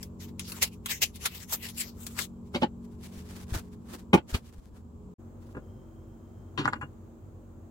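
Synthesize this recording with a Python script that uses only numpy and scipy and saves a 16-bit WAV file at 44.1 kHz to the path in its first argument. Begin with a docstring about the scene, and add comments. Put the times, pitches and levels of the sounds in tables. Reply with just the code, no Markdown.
"""Unwrapping in a quiet kitchen

A motor drones under soft room air. Stiff paper crinkles and snaps in someone's hands, a block thuds
onto the wooden counter, clothes brush, footsteps swing the floor and a door bumps shut.
After a short silence we are by the stove: an iron pan is lifted and clanks back onto the grate."""
import sys
import numpy as np
from scipy import signal
from scipy.fft import rfft, irfft, next_fast_len
from scipy.io import wavfile
from scipy.ndimage import uniform_filter1d

SR = 44100
rng = np.random.default_rng(int(sys.argv[2]) if len(sys.argv) > 2 else 0)


def put_to_file(sound):
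    """Save the sound as 16-bit audio at rate SR, in the file named by the first command-line argument."""
    columns = np.atleast_2d(sound).T  # one column per channel
    safe = np.clip(columns, -1, 1)
    whole_steps = np.round(safe * 32767)
    wavfile.write(sys.argv[1], SR, whole_steps.astype(np.int16))


N = 339570
T = np.arange(N) / SR

# Motor overtones at the counter and the stove. Each row: multiple of the shaft rate, relative level in dB.
COUNTER_OVERTONES = [(1, -15.5), (2, -5.5), (3, -6.5), (4, 0.5), (5, 2), (6, -13.5), (7, -9), (8, -16),
                     (9, -9), (10, -26.5), (11, -22.5), (12, -30), (13, -26)]
STOVE_OVERTONES = [(1, -4), (2, -1.5), (3, -14.5), (4, -22.5), (5, -3.5), (6, -31), (7, -5.5), (8, -11),
                   (9, -18), (10, -21), (11, -19.5), (12, -21.5), (13, -25)]
# The drone's fader ride. Each row: time in seconds, level in dB.
DRONE_RIDE = [(0.0, -46), (0.4, -44), (1.45, -55), (2.0, -46.5), (3.6, -46.5), (4.12, -49), (4.25, -58),
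              (4.63, -63.5), (5.06, -49), (7.7, -51)]
# Tone curves for air and appliance noise, cloth and paper. Each row: frequency in Hz, gain in dB.
COUNTER_AIR_EQ = [(15, -34), (25, -16), (82, 1.5), (145, -11.5), (236, -7), (285, -15), (427, -17.5),
                  (677, -29), (1040, -26), (2000, -53), (2160, -48.5), (5730, -53), (6500, -49),
                  (7600, -42), (8590, -57.5), (16000, -53.5)]
STOVE_AIR_EQ = [(15, -43), (25, -31.5), (87, 4), (166, -9), (236, -4), (285, -12.5), (344, -10.5),
                (427, -15.5), (1190, -25.5), (2000, -40.5), (5900, -49.5), (6400, -40), (7800, -41.5),
                (9320, -52.5), (14400, -46), (16000, -45)]
CLOTH_EQ = [(150, -33), (250, -8.5), (386, -8.5), (476, -13), (1240, -15.5), (1350, -15), (1910, -12.5),
            (7440, -15.5), (16000, -22)]
PAPER_EQ = [(240, -34.5), (400, -0.5), (666, -4), (1330, 0), (1580, -5), (2750, -3), (3640, -6),
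            (7630, -4.5), (9040, -11.5), (11800, -6), (16000, -9)]
# A thin whine. Each row: centre in Hz, width in Hz, level in dB before its fader ride.
WHINE_BANDS = [(3170, 140, -85.5), (5265, 200, -93)]
# The whine's fader ride. Each row: time in seconds, gain.
WHINE_RIDE = [(5.62, 0.23), (5.7, 2.1), (5.9, 1.07), (6.5, 0.89), (6.56, 0.15)]
# Rustle bands that flicker on their own. Each entry: centre in Hz.
FLICKER_BANDS = [250, 500, 900, 1400, 2000, 2700, 3600, 4800, 6300, 8000, 10500, 13500, 18000]
# Brushes of hands and clothes, and pulls on the wrapper. Each row: crest time in seconds, rise in
# seconds, hold in seconds, level in dB, relative body in dB, left over right in dB.
CLOTH_BRUSHES = [(2.455, 0.043, .015, -74, -7, 8), (2.545, 0.033, 0.0191, -55.5, 5, 1),
                 (2.615, 0.046, 0.0093, -59, -2, -7), (2.835, 0.055, .02, -71.5, -5.5, 6),
                 (2.92, 0.12, 0.027, -74, 3, 9), (3.02, 0.044, 0.051, -58, -4, 2),
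                 (3.14, 0.079, 0.068, -56.5, -0.5, 1.5), (3.29, 0.11, .14, -56.5, 1, 1),
                 (3.545, 0.071, 0.014, -41, 3, 0.5), (3.585, .05, 0.0046, -55.5, 0, 2),
                 (3.64, .08, 0.1, -72, 0, 2), (3.925, 0.098, 0.011, -51, 4, 0.5),
                 (3.985, .06, 0.012, -59, 3, 2), (4.3, 0.036, 0.011, -50.5, -2, 0),
                 (4.345, 0.045, 0.004, -40.5, 4.5, 1.5), (4.46, 0.11, .02, -65, -3, 2),
                 (4.53, 0.15, 0.14, -71, 1.5, 2.5), (4.745, 0.041, 0.028, -69, 7.5, 2),
                 (5.43, 0.1, 0.094, -73.5, -6.5, 3.5)]
WRAPPER_PULLS = [(.005, 0.022, 0.011, -61.5, -20, 1), (.035, 0.047, 0.016, -57, -18, 1),
                 (.205, 0.019, 0.041, -53, -11, 3), (.285, .04, 0.0066, -63.5, -6, 1),
                 (.4, 0.018, 0.012, -49, -18, 5), (.45, 0.065, .02, -54, -19, 2),
                 (.485, .04, 0.025, -45.5, -10, 2), (.525, 0.032, 0.0033, -50.5, 0, 2.5),
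                 (.565, 0.068, 0.033, -49, -8, 3.5), (.625, 0.026, 0.0056, -22.5, -12, 1.5),
                 (.735, 0.067, 0.0093, -62, -24, 0.5), (.865, 0.015, 0.0033, -41, -23, -4),
                 (.91, 0.045, 0.0065, -28.5, -20, 4), (.945, 0.035, 0.022, -42, -24, 1.5),
                 (1.022, 0.015, 0.014, -25.5, -18.5, 3.5), (1.165, 0.056, 0.0089, -52, -27, 4.5),
                 (1.215, 0.046, 0.029, -43.5, -8, 3.5), (1.26, 0.015, 0.0054, -32.5, -8.5, 1.5),
                 (1.355, 0.15, 0.02, -48, -6.5, 2.5), (1.425, 0.067, 0.0052, -44, -16, 5.5),
                 (1.53, 0.048, 0.0074, -28, -13.5, 2.5), (1.63, .05, 0.07, -44.5, -8.5, 3.5),
                 (1.79, 0.061, 0.028, -38, -20.5, 4.5), (1.87, 0.11, 0.026, -55.5, -4, 5),
                 (2.015, 0.097, 0.018, -53, -11, 5), (2.068, 0.02, 0.021, -47.5, -5, 1),
                 (2.12, 0.11, 0.044, -54, -8, 1), (2.19, 0.047, 0.021, -33.5, -1.5, 5),
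                 (2.23, 0.047, 0.018, -48, -7, 5.5)]
# Creases giving way. Each row: start in seconds, level in dB, relative body in dB, left over right in dB.
CREASE_SNAPS = [(0.0285, -28, -30, 6.5), (0.394, -17.5, -17, 4), (0.519, -25, -16.5, 2),
                (0.6271, -7, -25, 2), (0.859, -19, -11.5, 0.5), (1.0181, -15, -15.5, 2),
                (1.157, -31, -27, 5), (1.256, -16.5, -5, 5), (1.349, -36, -15, 8), (1.495, -33, -12.5, 4),
                (1.626, -33, -24, 3), (1.687, -34, -11, 12), (2.066, -22.5, -17.5, 4.5),
                (2.1891, -18, -3, 10.5)]
# Footfalls through the floor. Each row: cue in seconds, level in dB, pitch in Hz.
FOOTFALLS = [(2.948, -41, 53), (3.179, -42, 40.6), (3.53, -22, 75), (3.548, -28, 45.4), (3.569, -24.5, 88),
             (4.334, -28, 52.4), (4.353, -18, 74.5), (4.59, -37.5, 42.3), (4.739, -46, 40.4)]
# Thuds on counter and door. Each row: start in seconds, level in dB, relative boom in dB,
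# relative treble in dB, left over right in dB, rise in seconds.
WOOD_HITS = [(2.536, -23.5, -1, -1.5, 0.5, 0.014), (2.553, -20.5, -6, -5.5, 1, 0.008),
             (2.612, -19, -2.5, -10, -3.5, 0.011), (2.628, -13, -7.5, -19, -0.5, 0.0035),
             (2.655, -42, -6, -37, 6, .006), (4.129, -8.5, 1, -10.5, 0.5, 0.0039),
             (4.139, -10, 2.5, -22.5, -2, 0.002), (4.171, -22, 0, -14.5, -0.5, 0.0038),
             (4.336, -32.5, 3.5, 7, -2, 0.01)]
# Pan against grate. Each row: start in seconds, level in dB, relative clunk in dB,
# relative tick in dB, left over right in dB, scrape decay in seconds.
PAN_HITS = [(5.425, -52, -5, -15, 1, 0.0043), (5.487, -51, 3.5, -20, -0.5, 0.0072),
            (5.547, -40.5, 4, -34, 0, 0.0093), (5.566, -36.5, 8, -37, 1, 0.012),
            (6.575, -28, -10, 0.5, 11, .007), (6.582, -28, 8, 4, 2, 0.017), (6.608, -31.5, 0, -6, 0, 0.027),
            (6.645, -28.5, 2.5, -4, 1, 0.027), (6.654, -12.5, -16.5, -15, 6.5, 0.00073),
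            (6.676, -13.5, -19, -33, -7, 0.0021), (6.685, -23, -11, -24, 13, 0.00062),
            (6.725, -31, -17, -28, -5, 0.0021), (6.732, -16, -17, -15, 5.5, 0.0017),
            (6.754, -38, 2, -16, 0, 0.011), (6.811, -30, -22, -21, 5, 0.012),
            (6.823, -31, -2.5, -29, 1.5, 0.012)]
# Resonances of the wood, its low boom, the pan and the stove top.
# Each row: pitch in Hz, width in Hz, gain in dB.
WOOD_MODES = [(405.6, 145, -1), (625, 160, -7), (495, 120, -4), (808, 131, -0.5), (1440, 540, -6.5),
              (1790, 830, -10), (2910, 534, -12.5)]
BOOM_MODES = [(75, 26, -8.5), (224, 100, 1)]
IRON_MODES = [(846, 140, 1), (1074, 177, 6.5), (1440, 218, 7), (1726, 270, 2), (2150, 65, -1.5),
              (2400, 210, -8), (2805, 46, -0.5), (3360, 48, -12.5), (4220, 120, -24.5), (7230, 400, -21)]
STOVE_TOP_MODES = [(130.2, 41, 2), (297, 51, 4.5), (608, 75, -9)]

COUNTER_END_S, STOVE_START_S, STOVE_FULL_S = 5.141, 5.181, 5.20
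SHAFT_HZ, SHAFT_WAVER = 46.43, .004


def undb(db):
    """Decibels to gain."""
    return 10 ** (np.asarray(db) / 20)


def level(x, db):
    """Set the RMS level."""
    return x * undb(db) / np.sqrt(np.mean(x ** 2))


def unit_peak(x):
    """Normalise the peak to 1."""
    return x / np.max(np.abs(x))


def hertz(x):
    """Frequencies of the spectrum of x, floored at 1 Hz."""
    return np.maximum(np.arange(x.shape[-1] // 2 + 1) * SR / x.shape[-1], 1.)


def equalise(x, curve):
    """Apply a tone curve joined on a log frequency axis."""
    hz, db = np.transpose(curve)
    return irfft(rfft(x) * undb(np.interp(np.log(hertz(x)), np.log(hz), db)), x.shape[-1])


def band(x, lo_hz, hi_hz):
    """Gentle band-pass."""
    return signal.sosfilt(signal.butter(2, [lo_hz, hi_hz], "bandpass", fs=SR, output="sos"), x)


def ring(x, modes):
    """Sum of resonances, alternating in polarity."""
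    return sum((-1) ** k * undb(db) * signal.lfilter(*signal.iirpeak(hz, hz / width, SR), x)
               for k, (hz, width, db) in enumerate(modes))


def wander(rate_hz, size=N):
    """Smooth random modulation with a spread near 1."""
    held = np.repeat(rng.standard_normal(N // 500 + 2), 8)
    slewed = uniform_filter1d(uniform_filter1d(held, size=8), size=8)
    return 1.3 * np.interp(T[:size] * rate_hz * 8, np.arange(len(held)), slewed)


def panned(x, pan_db):
    """Mono to stereo; positive leans left."""
    return x * undb(np.outer([1, -1], pan_db) / 2)


def add(out, start_s, sound):
    """Mix a stereo sound in on its cue."""
    i = max(int(start_s * SR), 0)
    out[:, i:i + sound.shape[1]] += sound[:, :N - i]


def diffuse(mid, side, crossover_hz=410):
    """Spaced-microphone width: bass alike on both sides, treble unrelated."""
    ratio = (hertz(mid) / crossover_hz) ** 1.7
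    width = ratio / (1 + ratio)
    centre = rfft(mid) * np.sqrt(1 - width / 2)
    edges = rfft(side) * np.sqrt(width / 2)
    return irfft(np.array([centre + edges, centre - edges]), len(mid))


def room(dry, wet_db, t60_s, tail_s, lag_samples):
    """Direct sound, later on the right, and close reflections that stop short."""
    t = T[:SR // 10]
    gate = np.clip((tail_s - t) / .012, 0, 1) * np.clip(t / 0.0032, 0, 1)
    reflections = rng.standard_normal((2, len(t))) * np.exp(-np.log(1000) * t / t60_s) * gate
    response = level(diffuse(*reflections), wet_db) / np.sqrt(len(t))
    response[0, 0] += 1
    response[1, lag_samples] += 1
    return signal.oaconvolve(dry, response, axes=1)[:, :N]


def chatter(decay_s, grit, rise_s=0.0009):
    """A rough contact: gritty noise with a quick attack and a short decay."""
    t = T[:SR // 10]
    noise = rng.standard_normal(len(t)) * np.exp(grit * rng.standard_normal(len(t)))
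    return noise * np.exp(-np.maximum(t - rise_s, 0) / decay_s) * np.clip(t / rise_s, 0, 1) ** 2


def motor_drone():
    """The bed: wavering motor overtones over air noise, voiced for the counter and then the stove."""
    shaft_phase = 2 * np.pi * np.cumsum(SHAFT_HZ * (1 + SHAFT_WAVER * wander(2.5))) / SR
    ride_db = np.interp(T, *np.transpose(DRONE_RIDE))
    out = np.zeros((2, N))
    cut = int(STOVE_START_S * SR)
    for span, overtones, air_eq, air_db in ((slice(0, cut), COUNTER_OVERTONES, COUNTER_AIR_EQ, -48),
                                            (slice(cut, N), STOVE_OVERTONES, STOVE_AIR_EQ, -49.5)):
        size = len(T[span])
        hum = np.zeros(size)
        for multiple, db in overtones:
            gain = undb(db + 2.1 * wander(6, size))
            drift = 2 * np.pi * rng.random() + .5 * wander(4.5, size)
            hum += gain * np.sin(multiple * shaft_phase[span] + drift)
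        air = level(diffuse(*equalise(rng.standard_normal((2, N)), air_eq)), air_db)
        air *= undb(0.22 * (ride_db - np.mean(ride_db)) + 0.36 * wander(3.2))  # breathes with the hum
        out[:, span] = panned(level(hum, 0) * undb(ride_db[span]), 1.2) + air[:, span]
    return out


def whine():
    """Two faint, fluttering bands of noise that come forward between the pan's lift and landing."""
    hiss = sum(level(band(rng.standard_normal(N), hz - width / 2, hz + width / 2), db)
               for hz, width, db in WHINE_BANDS)
    return hiss * undb(3.0 * wander(38)) * np.interp(T, *np.transpose(WHINE_RIDE))


def rustle(moves, eq, fall_db_per_s, grain_db, flicker_db):
    """Dense tiny creases of uneven size; each move swells, holds and dies while the colour flickers."""
    size = min(next_fast_len(int((moves[-1][0] + .4) * SR)), N)
    grains = rng.standard_normal((2, N)) * undb(grain_db * (rng.exponential(size=N) + wander(70)))
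    sheet = diffuse(*equalise(grains[:, :size], eq))
    octaves, spectrum = np.log2(hertz(sheet)), rfft(sheet)
    bands = []
    for solo in np.eye(len(FLICKER_BANDS)):
        window = np.interp(octaves, np.log2(FLICKER_BANDS), solo)
        bands.append(irfft(spectrum * window, size) * undb(flicker_db * wander(25, size)))
    top_power, body_power = np.zeros((2, 2, size))
    for crest_s, rise_s, hold_s, db, body_db, pan_db in moves:
        first = max(int((crest_s - 2 * rise_s) * SR), 0)
        last = min(int((crest_s + hold_s + 0.086) * SR), size)
        t = T[first:last] - crest_s
        attack_db = 30 * np.minimum(t, 0) / rise_s
        release_db = -fall_db_per_s * np.maximum(t - hold_s, 0)
        power = panned(undb(db + attack_db + release_db), pan_db) ** 2
        top_power[:, first:last] += power
        body_power[:, first:last] += power * undb(2 * body_db)
    body, middle, sizzle = sum(bands[:4]), sum(bands[4:9]), sum(bands[9:])
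    top = (middle + sizzle) / np.std(middle)
    mix = np.sqrt(top_power) * top + np.sqrt(body_power) * level(body, 0)
    return np.pad(mix, ((0, 0), (0, N - size)))


def clothes():
    """Hands and cloth brush in soft, even swishes as the body moves."""
    return rustle(CLOTH_BRUSHES, CLOTH_EQ, fall_db_per_s=452.5, grain_db=3, flicker_db=-0.35)


def footsteps():
    """Each footfall swings the floor for a cycle or two of low thump."""
    out, t = np.zeros((2, N)), T[:SR // 5]
    for cue_s, db, hz in FOOTFALLS:
        swing = np.sin(2 * np.pi * hz * t) * hz * t * np.exp(-hz * t / 0.3)
        add(out, cue_s - .008, panned(unit_peak(swing) * undb(db), 1.5))
    return out


def wood_thuds():
    """Soft, heavy contacts shake the wooden panels of counter and door."""
    out = np.zeros((2, N))
    for start_s, db, boom_db, treble_db, pan_db, rise_s in WOOD_HITS:
        contact = chatter(decay_s=0.0056, grit=0.62, rise_s=rise_s)
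        wood = unit_peak(ring(contact, WOOD_MODES))
        boom = undb(boom_db) * unit_peak(ring(contact, BOOM_MODES))
        slap = undb(treble_db) * unit_peak(band(contact, 1800, 4060))
        add(out, start_s, panned((wood + boom + slap) * undb(db), pan_db))
    return room(out, wet_db=-1.5, t60_s=0.073, tail_s=0.066, lag_samples=8)


def iron_pan():
    """Damped cast iron on the grate: a mid clank, a low clunk from the stove top and a tick."""
    out = np.zeros((2, N))
    for start_s, db, clunk_db, tick_db, pan_db, decay_s in PAN_HITS:
        contact = chatter(decay_s, grit=0.65)
        clank = unit_peak(ring(contact, IRON_MODES))
        clunk = undb(clunk_db) * unit_peak(ring(contact, STOVE_TOP_MODES))
        tick = undb(tick_db) * unit_peak(band(contact, 2100, 3980))
        add(out, start_s, panned((clank + clunk + tick) * undb(db), pan_db))
    return room(out, wet_db=-4, t60_s=0.053, tail_s=0.065, lag_samples=8)


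def paper_crinkle():
    """Each pull on the stiff wrapper sets off a bright, restless spray of creases."""
    return rustle(WRAPPER_PULLS, PAPER_EQ, fall_db_per_s=601, grain_db=2.5, flicker_db=4.5)


def paper_snaps():
    """A few creases give way in a short, broad crack."""
    out = np.zeros((2, N))
    for start_s, db, body_db, pan_db in CREASE_SNAPS:
        buckle = chatter(decay_s=0.00083, grit=1.0)
        crack = unit_peak(band(buckle, 2900, 14000))
        body = undb(body_db) * unit_peak(band(buckle, 900, 2400))
        add(out, start_s, panned((crack - body) * undb(db), pan_db))
    return room(out, wet_db=0.26, t60_s=0.048, tail_s=0.11, lag_samples=20)


def scene():
    """The full mix, muted for a moment between counter and stove."""
    mute = np.interp(T, [COUNTER_END_S - .002, COUNTER_END_S, STOVE_START_S, STOVE_FULL_S], [1, 0, 0, 1])
    rustles = paper_crinkle() + clothes()
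    bed = motor_drone() + whine()
    hits = paper_snaps() + wood_thuds() + footsteps() + iron_pan()
    return mute * (bed + rustles + hits)


def record(dry):
    """A steep low-pass trims the very top."""
    cutoff_hz = 15900
    return signal.sosfilt(signal.ellip(10, .2, 80, cutoff_hz, fs=SR, output="sos"), dry)


dry = scene()
out = record(dry)
put_to_file(out)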